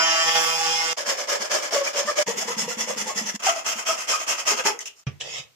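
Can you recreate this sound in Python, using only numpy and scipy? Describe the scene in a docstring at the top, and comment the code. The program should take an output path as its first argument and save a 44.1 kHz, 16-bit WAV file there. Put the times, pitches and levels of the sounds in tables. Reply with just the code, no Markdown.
"""Small woodwork shop

A trim router swings round a circle in a board: its spindle hums, its bit hisses and throws chips.
A bow saw takes three corners off a panel on a stool: the teeth rasp, bind and chatter, the panel
rings and rocks, the last offcut clatters down. A wooden hand plane thumps onto the bench and peels
one shaving. The five passages follow each other abruptly, over a faint hush."""
import sys
import numpy as np
from scipy import signal
from scipy.fft import rfft, irfft, next_fast_len
from scipy.io import wavfile
from scipy.ndimage import uniform_filter1d

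SR = 44100
rng = np.random.default_rng(int(sys.argv[2]) if len(sys.argv) > 2 else 0)


def put_to_file(sound):
    """Save the sound as 16-bit audio at rate SR, in the file named by the first command-line argument."""
    columns = np.atleast_2d(sound).T  # one column per channel
    safe = np.clip(columns, -1, 1)
    whole_steps = np.round(safe * 32767)
    wavfile.write(sys.argv[1], SR, whole_steps.astype(np.int16))


N = 244755
T = np.arange(N) / SR


# Blade hiss, tooth crunch, panel as held for each cut: (frequency [Hz], relative density [dB])
BLADE_SPECTRUM = [(2120, -13), (3600, -18), (3850, -18.5), (4600, -9), (5320, 1.5), (5800, -3), (6590, 0.5),
                  (7010, -1.5), (7540, -8.5), (9170, -18), (13800, -23), (14600, -19.5), (15500, -20)]
CRUNCH_SPECTRUM = [(150, -40), (330, 7), (600, -0.5), (870, 0), (1400, -3.5), (2200, 10)]
PANEL_SPECTRUM_1 = [(76, -79), (130, -50), (187, -26.5), (349, -18), (573, -6), (692, -13), (1200, -15),
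                    (1410, -15), (2380, -12.5), (2640, -20), (3350, -18), (3850, -26), (4300, -20),
                    (5460, -11.5), (9240, -120)]
PANEL_SPECTRUM_2 = [(76, -63), (130, -21.5), (210, -0.5), (293, -23), (474, -3), (541, -9), (899, -4.5),
                    (1520, -10.5), (2000, -2), (2350, -10), (3400, -12), (3850, -21), (4300, -15.5),
                    (5460, -38), (9240, -120)]
PANEL_SPECTRUM_3 = [(76, -72), (130, -40), (184, -14.5), (410, -8), (548, -4.5), (672, -1), (967, -1.5),
                    (1260, -1), (1760, -6.5), (2600, -1.5), (3300, -3.5), (3820, -18), (4300, -10),
                    (5460, -35), (9240, -120)]
# Panel modes for each cut: (frequency [Hz], width [Hz], relative level [dB])
HIGH_MODES_1 = [(1270, 79, -5.5), (1698, 76, 1), (2220, 58, -20), (3080, 320, -4.5)]
HIGH_MODES_2 = [(1975, 87, 1.2), (2750, 360, -1.4), (3430, 160, -0.74)]
HIGH_MODES_3 = [(1547, 64, 0.5), (2090, 96, 2.5), (2565, 44, 6.5), (2750, 66, 4), (3180, 63, 0.5)]
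LOW_MODES_1 = [(582, 41, 0), (1190, 170, -10)]
LOW_MODES_2 = [(474, 81, 0.31), (950, 96, -1.3)]
LOW_MODES_3 = [(655, 75, -0.83), (1254, 140, -0.17)]

def saw():
    """Teeth strike the kerf in turn: the blade hisses, the panel rasps and its low modes sing on."""
    blade, wood, free_hz = strokes()
    chatter, tooth_hz = binding(wood, free_hz)
    phase = 2 * np.pi * np.cumsum(tooth_hz * (1 + 0.023 * wobble(160))) / SR
    teeth = unit(np.exp(0.21 * np.cos(phase)))
    grip = unit(amp(1.4 * wobble(70) + 0.55 * wobble(260)))  # teeth catch and slip in the grain
    steel = coloured(teeth * tearing(710, 0.31), BLADE_SPECTRUM)
    steel = blade * grip * grain_drift(steel, depth_db=2.4)
    buzz = tooth_buzz(phase, chatter, wood)
    jolts = amp(-21) * chatter
    add(jolts, 4.645, amp(-34) * unit(arch(0.066, crest=0.31)))  # the last push breaks the corner off
    crunch = jolts * coloured(tearing(200, 1.5), CRUNCH_SPECTRUM)
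    rattle = room(buzz + crunch + chirps() + rocking(), tail_db=-16)
    common = room(steel, tail_db=-5.5) + rattle + knocks()
    holds = [(PANEL_SPECTRUM_1, HIGH_MODES_1, -6, LOW_MODES_1, -35.5),
             (PANEL_SPECTRUM_2, HIGH_MODES_2, -5, LOW_MODES_2, -40),
             (PANEL_SPECTRUM_3, HIGH_MODES_3, -4.5, LOW_MODES_3, -35)]
    out = 0
    for index, (spectrum, high_modes, high_db, low_modes, low_db) in enumerate(holds, 1):
        rasp = grain_drift(coloured(teeth * tearing(500, 1.4), spectrum), depth_db=2.2)
        rasp += amp(high_db) * resonant(unit(tearing(300, 1.4)), high_modes)
        drive = (wood / wood.max()) ** 0.84 * unit(tearing(260, 0.58))
        singing = highpass(amp(low_db) * resonant(drive, low_modes), 380, order=4)
        panel = room(wood * grip * rasp + singing, tail_db=-5.5)
        out += passage(panel + common, index)
    return out


# Saw cycles, one list per cut: (push start [s], pull start [s], effort [dB])
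SAW_CYCLES = [
    [(.85, .957, 1.5), (1.049, 1.16, -0.5), (1.272, 1.387, 0.5), (1.497, 1.609, 1), (1.708, 1.822, 1),
     (1.931, 2.042, 0), (2.156, 2.26, 0.5)],
    [(2.15, 2.255, 1.5), (2.358, 2.461, 1), (2.565, 2.665, 0.5), (2.771, 2.86, 0), (2.962, 3.052, 0.5),
     (3.148, 3.245, -0.5), (3.335, 3.42, -4.5)],
    [(3.26, 3.36, -1), (3.422, 3.54, -1), (3.645, 3.747, -0.5), (3.853, 3.957, 0.5), (4.073, 4.18, 0),
     (4.266, 4.36, 0), (4.453, 4.556, 1.5), (4.639, 4.717, 1)],
]
# Cuts: (blade [dB], wood [dB], blade gain on pull [dB], wood gain on pull [dB], top tooth rate [Hz])
SAW_CUTS = [(-32.5, -32.5, -4.5, -4.5, 585), (-32.5, -37.5, -3, -1.5, 600), (-28.5, -33, -9, -7.5, 640)]
# Blade rips tough fibres, at last slides free: (start [s], length [s], blade [dB], wood [dB])
FIBRE_RIPS = [(3.467, 0.055, -54, -42), (4.585, 0.03, -45, -34.5), (4.796, .045, -44, -55),
              (4.851, 0.038, -42.5, -59.5), (4.952, 0.078, -58, -71)]

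def strokes():
    """Blade level, wood level and tooth rate follow the arm; teeth skid, then catch, at each turn."""
    skid_s, catch_s, jolt_s = 0.011, 0.004, 0.027
    blade, wood, tooth_hz = np.zeros((3, N))
    for cycles, cut, (cut_s, _) in zip(SAW_CYCLES, SAW_CUTS, PASSAGES[1:]):
        blade_db, wood_db, pull_blade_db, pull_wood_db, top_hz = cut
        hiss, rasp, pace = np.zeros((3, N))
        for start, end, effort_db, pull in pushes_and_pulls(cycles):
            speed = arch(end - start, crest=0.386 if pull else 0.43)
            t = T[:len(speed)]
            skid = 0.73 * np.minimum(t / skid_s, 1)
            catch = np.clip((t - skid_s) / catch_s, skid, 1)
            jolt = 0 if pull else 0.18 * np.exp(-np.abs(t - skid_s - catch_s) / jolt_s)
            blade_shape = unit(0.15 + catch * (jolt + np.tanh(0.87 * speed ** 2)))
            wood_shape = unit(0.33 + catch * (2 * jolt + np.tanh(0.9 * speed ** 2.44)))
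            add(hiss, start, amp(blade_db + effort_db + pull * pull_blade_db) * blade_shape)
            add(rasp, start, amp(wood_db + effort_db + pull * pull_wood_db) * wood_shape)
            add(pace, start, speed)
        cut_hz = top_hz * (1 - 0.14 * (1 - pace))
        blade, wood, tooth_hz = np.where(T >= cut_s, [hiss, rasp, cut_hz], [blade, wood, tooth_hz])
    for start, length, blade_db, wood_db in FIBRE_RIPS:
        rip = unit(arch(length, crest=0.5))
        add(blade, start, amp(blade_db) * rip)
        add(wood, start, amp(wood_db) * rip)
    return blade, wood, tooth_hz


def pushes_and_pulls(cycles, rest_s=0.01):
    """Strokes as (start [s], end [s], effort [dB], is a pull); the saw rests before each push."""
    pushes = [(push, pull, db, False) for push, pull, db in cycles]
    pulls = [(pull, next_push - rest_s, db, True)
             for (_, pull, db), (next_push, _, _) in zip(cycles, cycles[1:])]
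    return pushes + pulls


# Blade binds in the kerf: (start [s], length [s], level [dB], tooth rate [Hz])
BLADE_BINDS = [(1.074, 0.079, -32.5, 550), (1.17, .07, -35, 590), (1.301, 0.093, -33, 570),
               (1.524, 0.078, -27.5, 615), (1.733, 0.066, -23, 573), (1.796, 0.047, -22.5, 555),
               (1.854, 0.056, -29.5, 620), (1.946, .1, -27, 555), (2.068, 0.064, -22, 590),
               (2.166, 0.06, -19.5, 600), (1.43, .05, -35, 610), (2.871, 0.062, -33, 585),
               (3.052, 0.077, -32, 870), (3.452, 0.1, -27.5, 690), (3.875, 0.082, -31, 650),
               (4.471, 0.062, -31, 590), (4.58, 0.043, -31.5, 520), (4.648, .062, -29.5, 420),
               (4.659, 0.084, -30.5, 865)]

def binding(wood, free_hz):
    """Chatter level and tooth rate: each bind swells and fades while its rate sags."""
    chatter, tooth_hz = amp(-17) * wood, free_hz.copy()
    for start, length, db, hz in BLADE_BINDS:
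        swell = arch(length, crest=0.56)
        add(chatter, start, amp(db) * unit(swell))
        sag = 0.049 * np.linspace(0.5, -0.5, len(swell))
        tooth_hz[round(start * SR):][:len(swell)] = hz * (1 + sag)
    return chatter, tooth_hz


def tooth_buzz(phase, chatter, wood):
    """The tooth rate and its overtones, each wavering in strength and direction."""
    def partial(order):
        strength = 1 + 0.3 * wobble(90)
        drift = 0.7 * np.array([wobble(30), wobble(30)])
        return unit(strength * np.sin(order * phase + drift))
    buzz = chatter * (amp(-7) * partial(1) + amp(-19) * partial(2))
    return buzz + wood * (amp(-25.5) * partial(2) + amp(-17) * partial(5))


# Teeth knocking the panel: (time [s], level [dB], pitch [Hz])
TOOTH_KNOCKS = [(1.284, -31, 577), (1.724, -26, 680), (1.732, -23, 449.4), (1.952, -26, 468),
                (1.984, -25, 482), (1.762, -15.5, 560), (1.815, -28, 575), (2.268, -26.5, 927),
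                (2.283, -24, 469), (2.3, -26, 587), (2.379, -33.5, 418), (2.416, -31, 651),
                (2.48, -22, 480), (2.503, -27, 471), (2.487, -25.5, 990), (2.516, -29.5, 1019),
                (2.638, -29, 950), (2.678, -23.5, 487), (2.713, -29.5, 1392), (2.874, -27.5, 520),
                (2.896, -24, 500), (2.904, -26, 600), (3.068, -28, 514), (3.096, -26, 1102),
                (3.112, -29, 608), (3.264, -32, 896), (3.466, -16.5, 764.6), (3.485, -16.5, 675.5),
                (3.561, -26.5, 657), (3.576, -31, 602), (3.889, -18.5, 655), (4.136, -16.5, 1242),
                (4.516, -24.5, 422.6), (4.654, -20.5, 413), (4.656, -21, 833), (4.7, -27, 419),
                (4.745, -34.5, 471)]

def knocks(t60_s=0.09):
    """A caught tooth lets go: the panel gives a short note with its octave."""
    out = np.zeros(N)
    for start, db, hz in TOOTH_KNOCKS:
        modes = [(hz, 0, t60_s), (2 * hz, -9.5, t60_s)]
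        add(out, start, amp(db) * ring(modes, attack_s=0.00092, scatter_db=1.5))
    return room(highpass(out, 250), tail_db=-5.5)


# Blade squeaks: (centre time [s], length [s], pitch [Hz], relative level [dB])
BLADE_CHIRPS = [(1.878, 0.028, 2350, -34), (2.09, 0.045, 1786, -36.5), (2.097, 0.048, 1197, -33.5),
                (3.498, 0.064, 1308, -33), (3.907, 0.045, 1271, -32.5), (4.151, 0.034, 1206, -33.5),
                (4.603, 0.031, 1597, -36)]

def chirps():
    """The binding blade squeaks in the kerf, fluttering in strength and pitch."""
    out = np.zeros((2, N))
    for channel in out:
        flutter = 1 + 0.6 * (wobble(230) + 1j * wobble(230))
        for centre, length, hz, db in BLADE_CHIRPS:
            t = T[:round(length * SR)]
            tone = np.exp(2j * np.pi * (hz * t + rng.random()))
            squeak = np.real(flutter[round(centre * SR):][:len(t)] * tone)
            add(channel, centre - length / 2, amp(db + 10.5) * np.hanning(len(t)) * squeak)
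    return out


# Panel bumps on the stool: (time [s], level [dB])
STOOL_BUMPS = [(1.073, -43), (1.4, -38), (2.048, -38.5), (2.274, -30.5), (2.366, -32), (2.453, -37),
               (2.566, -30), (2.628, -34), (2.663, -29.5), (2.769, -31), (2.836, -34), (2.962, -32),
               (3.02, -34), (3.056, -34), (3.157, -32), (3.212, -31.5), (3.245, -36), (3.342, -28),
               (3.755, -38), (4.53, -35.5), (4.648, -32)]
# Modes of panel on stool: (frequency [Hz], relative level [dB], t60 [s])
STOOL_MODES = [(217.6, 2, 0.11), (268, -4, 0.058), (365, -30, 0.038)]

def rocking():
    """The saw rocks the panel against the stool; it lands a little differently each time."""
    out = np.zeros(N)
    for start, db in STOOL_BUMPS:
        detune = 1 + 0.062 * rng.normal()
        modes = [(hz * detune, level, t60) for hz, level, t60 in STOOL_MODES]
        add(out, start, amp(db) * ring(modes, attack_s=0.0038, scatter_db=2))
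    return highpass(out, 120)


# Offcut landings: (time [s], crack [dB], crack t60 [s], note [Hz], note [dB])
OFFCUT_CONTACTS = [(4.79, -24.5, .025, 2030, -37), (4.806, -32.5, 0.091, 3150, -38.5),
                   (4.856, -33, 0.071, 2870, -35), (4.874, -34, .06, 2800, -36)]
# Crack resonances: (frequency [Hz], width [Hz], relative level [dB])
OFFCUT_MODES = [(5700, 600, -1), (6250, 570, 1.5), (7150, 550, -2.5)]

def offcut(note_t60_s=0.15):
    """The light offcut tumbles: each edge lands with a bright crack and its own woody note."""
    cracks, notes = np.zeros((2, 2, N))
    t = T[:SR // 5]
    for start, crack_db, crack_t60_s, hz, note_db in OFFCUT_CONTACTS:
        b, a = signal.iirpeak(hz, Q=11, fs=SR)
        for crack, note in zip(cracks, notes):
            noise = rng.standard_normal(len(t))
            add(crack, start, amp(crack_db - 60 * t / crack_t60_s) * noise)
            add(note, start, amp(note_db - 60 * t / note_t60_s) * unit(signal.lfilter(b, a, noise)))
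    return room(resonant(cracks, OFFCUT_MODES) + notes, tail_db=-11)


# Chips, cutter hiss, fine dust: (frequency [Hz], relative density [dB])
CHIP_SPECTRUM = [(45, -21), (120, -23), (250, -15.5), (600, -5.5), (1000, -2.5), (1800, -6), (3100, -6.5),
                 (3800, -20), (5000, -30)]
CUTTER_SPECTRUM = [(2120, -51), (3600, -29), (3760, -17), (4380, -15.5), (5230, -2), (5940, -11.5),
                   (6960, -8), (7730, -17), (9220, -18), (10900, -28), (14600, -27), (15500, -20.5)]
DUST_SPECTRUM = [(8500, 7), (10900, -3), (14600, -1), (15500, 2)]
# Bit grabs harder grain: (time [s], extra load [dB], rise [s], fall [s])
BIT_GRABS = [(0.293, 5, 0.022, 0.0085), (0.357, 7, 0.0056, 0.072), (0.67, 4, 0.031, 0.058)]
SPINDLE_HZ = 163.55

def router(dust_above_hz=8500):
    """The spindle hums; the bit tears out chips once a turn, hisses in the wood and sprays dust."""
    load_db = sum(db * np.exp(-np.maximum((time - T) / rise, (T - time) / fall))
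                  for time, db, rise, fall in BIT_GRABS)
    hum_db = -29 + 7.5 * bell(T, 0, 0.33) + load_db  # louder as the bit enters
    hiss_db = -31.5 - 9 * np.exp(-T / 0.14) + 0.5 * load_db  # builds as the cut opens
    dust_db = -49 + 7.5 * bell(T, 0.43, 0.14) + 0.27 * load_db  # sprays this way half way round
    phase = 2 * np.pi * np.cumsum(SPINDLE_HZ * (1 + 0.0027 * wobble(70.1))) / SR
    hum = amp(hum_db) * spindle(phase)
    bite = 1 + 0.45 * np.cos(phase)
    chips = grain_drift(coloured(bite * tearing(500, 1.2), CHIP_SPECTRUM), depth_db=2.5)
    hiss = grain_drift(coloured(bite * tearing(770, 0.57), CUTTER_SPECTRUM), depth_db=2.8)
    hiss = filtered(hiss, lambda hz: hz <= dust_above_hz)
    dust = coloured(tearing(900, 1.0), DUST_SPECTRUM)
    dust = unit(filtered(dust, lambda hz: hz > dust_above_hz))
    motor = pan(hum + shudder(phase, load_db), right_db=2.1 + 3 * np.minimum(T, 1))
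    cutting = amp(hum_db - 16) * chips + amp(hiss_db) * hiss + amp(dust_db) * dust
    return passage(motor + pan(room(cutting, tail_db=-6), right_db=0.5), index=0)


# Spindle harmonics on entry and after the swing: (order, relative level [dB])
ENTRY_ORDERS = [(1, -38), (2, -13), (3, -20), (4, -0.5), (5, -2), (6, -2.5), (7, -4), (8, -1.5), (9, -6),
                (10, -5), (11, -3.5), (12, -3), (13, -0.5), (14, -5.5), (15, -3), (16, -8), (17, 1.5),
                (18, -0.5), (19, -1), (20, -17), (21, -7), (22, -19), (23, -18), (24, -15), (25, -11),
                (26, -12), (27, -14), (28, -8), (29, -6), (30, -13), (31, 1.5), (32, -2.5), (33, -2),
                (34, -2.5), (35, -2.5), (36, -7), (37, -8), (38, -3), (39, -2.5), (40, -8), (41, -22),
                (42, -4.5), (43, -8), (44, -4), (45, -20), (46, -10)]
SWUNG_ORDERS = [(1, -18.5), (2, -18), (3, -3.5), (4, -7.5), (5, 0), (6, -5.5), (7, -2.5), (8, -5),
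                (9, -4.5), (10, -13), (11, -7.5), (12, -8.5), (13, -3.5), (14, -16), (15, -5), (16, -6.5),
                (17, -5.5), (18, -8), (19, -4.5), (20, -5), (21, -5), (22, -13)]
# The swinging board picks out single orders: (time [s], width [s], order, gain [dB])
ORDER_SWELLS = [(0.023, 0.05, 9, 7.5), (0.16, .05, 9, -5), (0.18, 0.046, 6, -13), (0.064, 0.036, 7, 6),
                (0.13, 0.079, 19, 3.5), (0.23, 0.065, 8, 7), (0.26, 0.15, 11, 9), (0.21, 0.1, 4, 4),
                (0.27, 0.076, 3, 0), (0.42, 0.062, 7, 7.5), (0.52, .055, 5, -5), (0.69, 0.12, 5, 7),
                (0.71, 0.099, 4, -20), (0.71, 0.12, 8, -4), (0.89, 0.11, 13, 5), (.72, 0.072, 17, 5)]

def spindle(phase):
    """One second of levelled hum: orders sway with the load, the middle ones growl on entry."""
    t = T[:SR]
    swing = np.clip((t - 0.22) / 0.047, 0, 1)
    hum = np.zeros((2, N))
    for order, entry_db in ENTRY_ORDERS:
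        swung_db = dict(SWUNG_ORDERS).get(order, entry_db - 5)  # the high whine weakens after the swing
        sway_db = 3 * wobble(14)[:SR] + 2.2 * wobble(70)[:SR]
        sway_db += sum(db * bell(t, time, width) for time, width, k, db in ORDER_SWELLS if k == order)
        growl_db = 11 * bell(order * SPINDLE_HZ, 1240, 290) * np.exp(-t / 0.094)
        gain = amp(entry_db + swing * (swung_db - entry_db) + sway_db + growl_db)
        angle = order * phase[:SR] + 2 * np.pi * rng.random()
        spread = 1.08 * min(order / 8, 1) * rng.choice([-1, 1])  # short waves differ left and right
        side = spread * np.cos(angle + 0.5 * wobble(5.55)[:SR])
        hum[:, :SR] += gain * np.array([np.sin(angle) + side, np.sin(angle) - side])
    power = np.abs(uniform_filter1d(hum.mean(0) ** 2, size=SR // 8))
    return hum / np.sqrt(power + 1e-9)


# Hammering bit: (frequency [Hz], relative density [dB])
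SHUDDER_SPECTRUM = [(400, -36), (800, 6), (1200, -6), (2000, -3.5), (3300, 0), (4200, -17)]

def shudder(phase, load_db, decay_s=0.00086):
    """The bit strikes the wood once a turn, unevenly, and much harder when it grabs."""
    since_blow_s = phase % (2 * np.pi) / (2 * np.pi * SPINDLE_HZ)
    blows = np.exp(-since_blow_s / decay_s) * tearing(160, 2.2)
    return amp(-40 + 1.45 * load_db) * coloured(blows, SHUDDER_SPECTRUM)


# Plane body on bench, iron on board edge: (frequency [Hz], relative level [dB], t60 [s])
BENCH_MODES = [(87, -14, 0.28), (129, 1.5, 0.11), (141, -14.5, 0.31), (203.4, -27, 0.076),
               (300, -18, 0.059), (1165, -22.5, 0.13), (1330, -23, 0.076), (2430, -13, 0.052),
               (3240, -19.5, 0.082), (5800, -23.5, 0.035)]
EDGE_MODES = [(2350, -5, 0.015), (2940, -1.5, 0.026), (3240, -3.5, 0.038), (6100, -6, .01)]

def plane(set_down_s=5.067, push_s=5.21, stop_s=5.395):
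    """The plane lands on the bench, ticks against the board's edge, cuts and stops softly."""
    thump, clack, tick = np.zeros((3, N))
    low_modes = [mode for mode in BENCH_MODES if mode[0] < 400]
    add(thump, set_down_s, amp(-17.5) * ring(BENCH_MODES, attack_s=0.0028, scatter_db=0.5))
    add(thump, stop_s, amp(-39) * ring(low_modes, attack_s=0.0045, scatter_db=2))
    t = T[:SR // 2]
    add(clack, set_down_s, amp(-33) * (amp(-60 * t / 0.095) + 0.095 * amp(-60 * t / 0.23)))
    clack_spectrum = [(150, 10), (600, -5), (1300, -9), (2600, -0.5), (4300, -17), (5700, -8.5),
                      (9000, -40), (15000, -50)]
    clack = clack * coloured(tearing(300, 1.1), clack_spectrum)
    add(tick, push_s, amp(-21.5) * ring(EDGE_MODES, attack_s=0.00032, scatter_db=1))
    sound = room(clack + tick + shaving(push_s, stop_s), tail_db=-8.5)
    sound += room(highpass(thump, 65), tail_db=-19.5)
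    return passage(pan(sound, right_db=2.4), index=4)


# Peeling iron, rubbing sole, low rumble: (frequency [Hz], relative density [dB])
IRON_SPECTRUM = [(710, -21), (1200, -10.5), (1450, -16), (1620, -21), (1760, -12), (2140, -11), (2330, -17),
                 (2530, -6), (2850, -5), (3200, -1.5), (4420, -16.5), (5350, -7.5), (7300, -13.5),
                 (10000, -36.5), (13500, -38), (15400, -70)]
SOLE_SPECTRUM = [(200, -20), (480, -1), (750, -1.5), (1200, -22), (2000, -25)]
RUMBLE_SPECTRUM = [(50, -4), (100, 5), (140, 3), (200, -1), (400, -54)]

def shaving(push_s, stop_s, rise_s=0.012, sink_s=0.17):
    """The iron catches the edge, sinks in and peels; the sole rubs harder while the cut is shallow."""
    moving = np.clip(1 + (T - push_s) / rise_s, 0, 1)
    shallow = np.clip(1 - (T - push_s) / sink_s, 0, 1)
    stopped_s = np.maximum(T - stop_s, 0)
    fade_db = -461 * stopped_s
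    iron_db = -34 + 9.5 * bell(T, push_s, 0.017) - 9.5 * shallow + fade_db
    iron = amp(iron_db) * grain_drift(coloured(tearing(860, 1.0), IRON_SPECTRUM), depth_db=4)
    sole = amp(-51.5 + 5 * shallow + fade_db) * coloured(tearing(400, 2.5), SOLE_SPECTRUM)
    rumble = amp(-59.5 - 170 * stopped_s) * coloured(tearing(49, 2.4), RUMBLE_SPECTRUM)
    return moving * (iron + sole + rumble)


# Shop air: (frequency [Hz], relative density [dB])
AIR_SPECTRUM = [(18, -19), (130, -8), (500, -13), (3000, -9), (7000, -11), (10000, -22), (15000, -13)]

def hush():
    """Faint steady noise that drops out between passages."""
    air = amp(-65.5) * coloured(rng.standard_normal((2, N)), AIR_SPECTRUM)
    return sum(passage(air, index) for index in range(len(PASSAGES)))


# Room decay: (frequency [Hz], t60 [s])
ROOM_T60 = [(150, 0.49), (1000, 0.34), (5000, 0.18), (14000, 0.22)]

def room(x, tail_db):
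    """Direct sound plus the short tail of a cluttered room."""
    hz, t, noise = signal.stft(rng.standard_normal((2, SR // 3)), SR, nperseg=256)
    tail = signal.istft(noise * amp(-60 * t / along(ROOM_T60, hz)[:, None]), SR, nperseg=256)[1]
    tail /= np.linalg.norm(tail[0])
    return x + amp(tail_db) * signal.fftconvolve(np.atleast_2d(x), tail, axes=1)[:, :N]


# Router, three saw cuts, plane: (start [s], end [s])
PASSAGES = [(-.02, .931), (.963, 2.23), (2.259, 3.362), (3.392, 5.036), (5.06, 5.6)]

def passage(x, index):
    """Gate x to one passage, with quick fades."""
    start, end = PASSAGES[index]
    fade_in = np.clip((T - start) / 0.012, 0, 1)
    fade_out = amp(np.interp(T - end, [0, 0.004, 0.028, 0.045], [0, -16, -28, -120]))
    return x * fade_in * fade_out


def tearing(rate_hz, spread_db):
    """Fibres breaking: tiny uneven noise bursts, alike left and right only in the bass."""
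    mid, side = rng.standard_normal((2, N))
    side = highpass(side, 270, order=1)
    return np.array([mid + side, mid - side]) * amp(spread_db * wobble(rate_hz))


def grain_drift(x, depth_db):
    """The colour drifts as the edge meets new grain: random gains over about 50 ms and 250 Hz."""
    bins = signal.stft(x, nperseg=512)[2]
    field = uniform_filter1d(rng.standard_normal(bins.shape[1:]), size=3, axis=0)
    field = uniform_filter1d(field, size=9, axis=1)
    return unit(signal.istft(bins * amp(depth_db * field / field.std()), nperseg=512)[1][:, :N])


def ring(modes, attack_s, scatter_db):
    """One blow on modes (frequency [Hz], level [dB], t60 [s])."""
    t = T[:SR // 2]
    partials = (amp(db + scatter_db * rng.normal() - 60 * t / t60) * np.sin(2 * np.pi * hz * t)
                for hz, db, t60 in modes)
    return sum(partials) * (1 - np.exp(-t / attack_s))


def resonant(x, modes):
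    """Resonances (frequency [Hz], width [Hz], level [dB]); white noise keeps its level."""
    def response(hz):
        body = sum((-1) ** k * amp(db) * 1j * hz * width / (centre ** 2 - hz ** 2 + 1j * hz * width)
                   for k, (centre, width, db) in enumerate(modes))
        return body / np.sqrt(np.mean(np.abs(body) ** 2))
    return filtered(x, response)


def coloured(x, spectrum):
    """Shape x by (frequency [Hz], level [dB]) points, rolled off at both ends; rms 1."""
    low_hz, high_hz = spectrum[0][0], spectrum[-1][0]
    rolloff = lambda hz: 1 / (1 + (hz / high_hz) ** 8 + (low_hz / (hz + 1)) ** 4)
    return unit(filtered(x, lambda hz: amp(along(spectrum, hz)) * rolloff(hz)))


def filtered(x, response):
    """Apply a frequency response."""
    size = next_fast_len(N + SR // 4)
    return irfft(rfft(x, size) * response(np.fft.rfftfreq(size, 1 / SR)), size)[..., :N]


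def highpass(x, hz, order=2):
    return signal.sosfilt(signal.butter(order, hz, 'high', fs=SR, output='sos'), x)


def wobble(rate_hz):
    """Smooth random curve, rate_hz knots a second."""
    fine = signal.resample_poly(rng.standard_normal(int(N * rate_hz / SR) + 8), 8, 1)
    return np.interp(T * rate_hz * 8, np.arange(len(fine)), fine)


def arch(length_s, crest):
    """Sine arch 0-1-0, peaking at the share crest of its length."""
    progress = np.linspace(0, 1, round(length_s * SR))
    return np.abs(np.sin(np.pi * np.interp(progress, [0, crest, 1], [0, 0.5, 1])))


def bell(x, centre, width):
    return np.exp(-((x - centre) / width) ** 2)


def along(points, hz):
    """Interpolate (frequency [Hz], value) points on a log axis."""
    knots_hz, values = np.transpose(points)
    return np.interp(np.log(hz + 1), np.log(knots_hz + 1), values)


def amp(db):
    return 10 ** (np.asarray(db) / 20)


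def unit(x):
    """Scale to rms 1 (of the mid signal, if stereo)."""
    return x / np.sqrt(np.mean(np.atleast_2d(x).mean(0) ** 2) + 1e-20)


def pan(x, right_db):
    """Make the right channel right_db louder than the left."""
    return x * amp(right_db * np.array([[-0.5], [0.5]]))


def add(track, start_s, sound):
    part = track[max(round(start_s * SR), 0):][:len(sound)]
    part += sound[:len(part)]


def scene():
    """Router, then the hand tools slightly to the right, over the hush."""
    return hush() + router() + pan(saw() + offcut() + plane(), right_db=0.6)


# Treble balance: (frequency [Hz], right over left [dB])
TREBLE_BALANCE = [(8000, -0.5), (12000, 3.5)]

def record(dry, top_hz=15500):
    """Band limit, with the top treble brighter on the right."""
    return filtered(dry, lambda hz: pan(hz < top_hz, along(TREBLE_BALANCE, hz)))


dry = scene()
out = record(dry)
put_to_file(out)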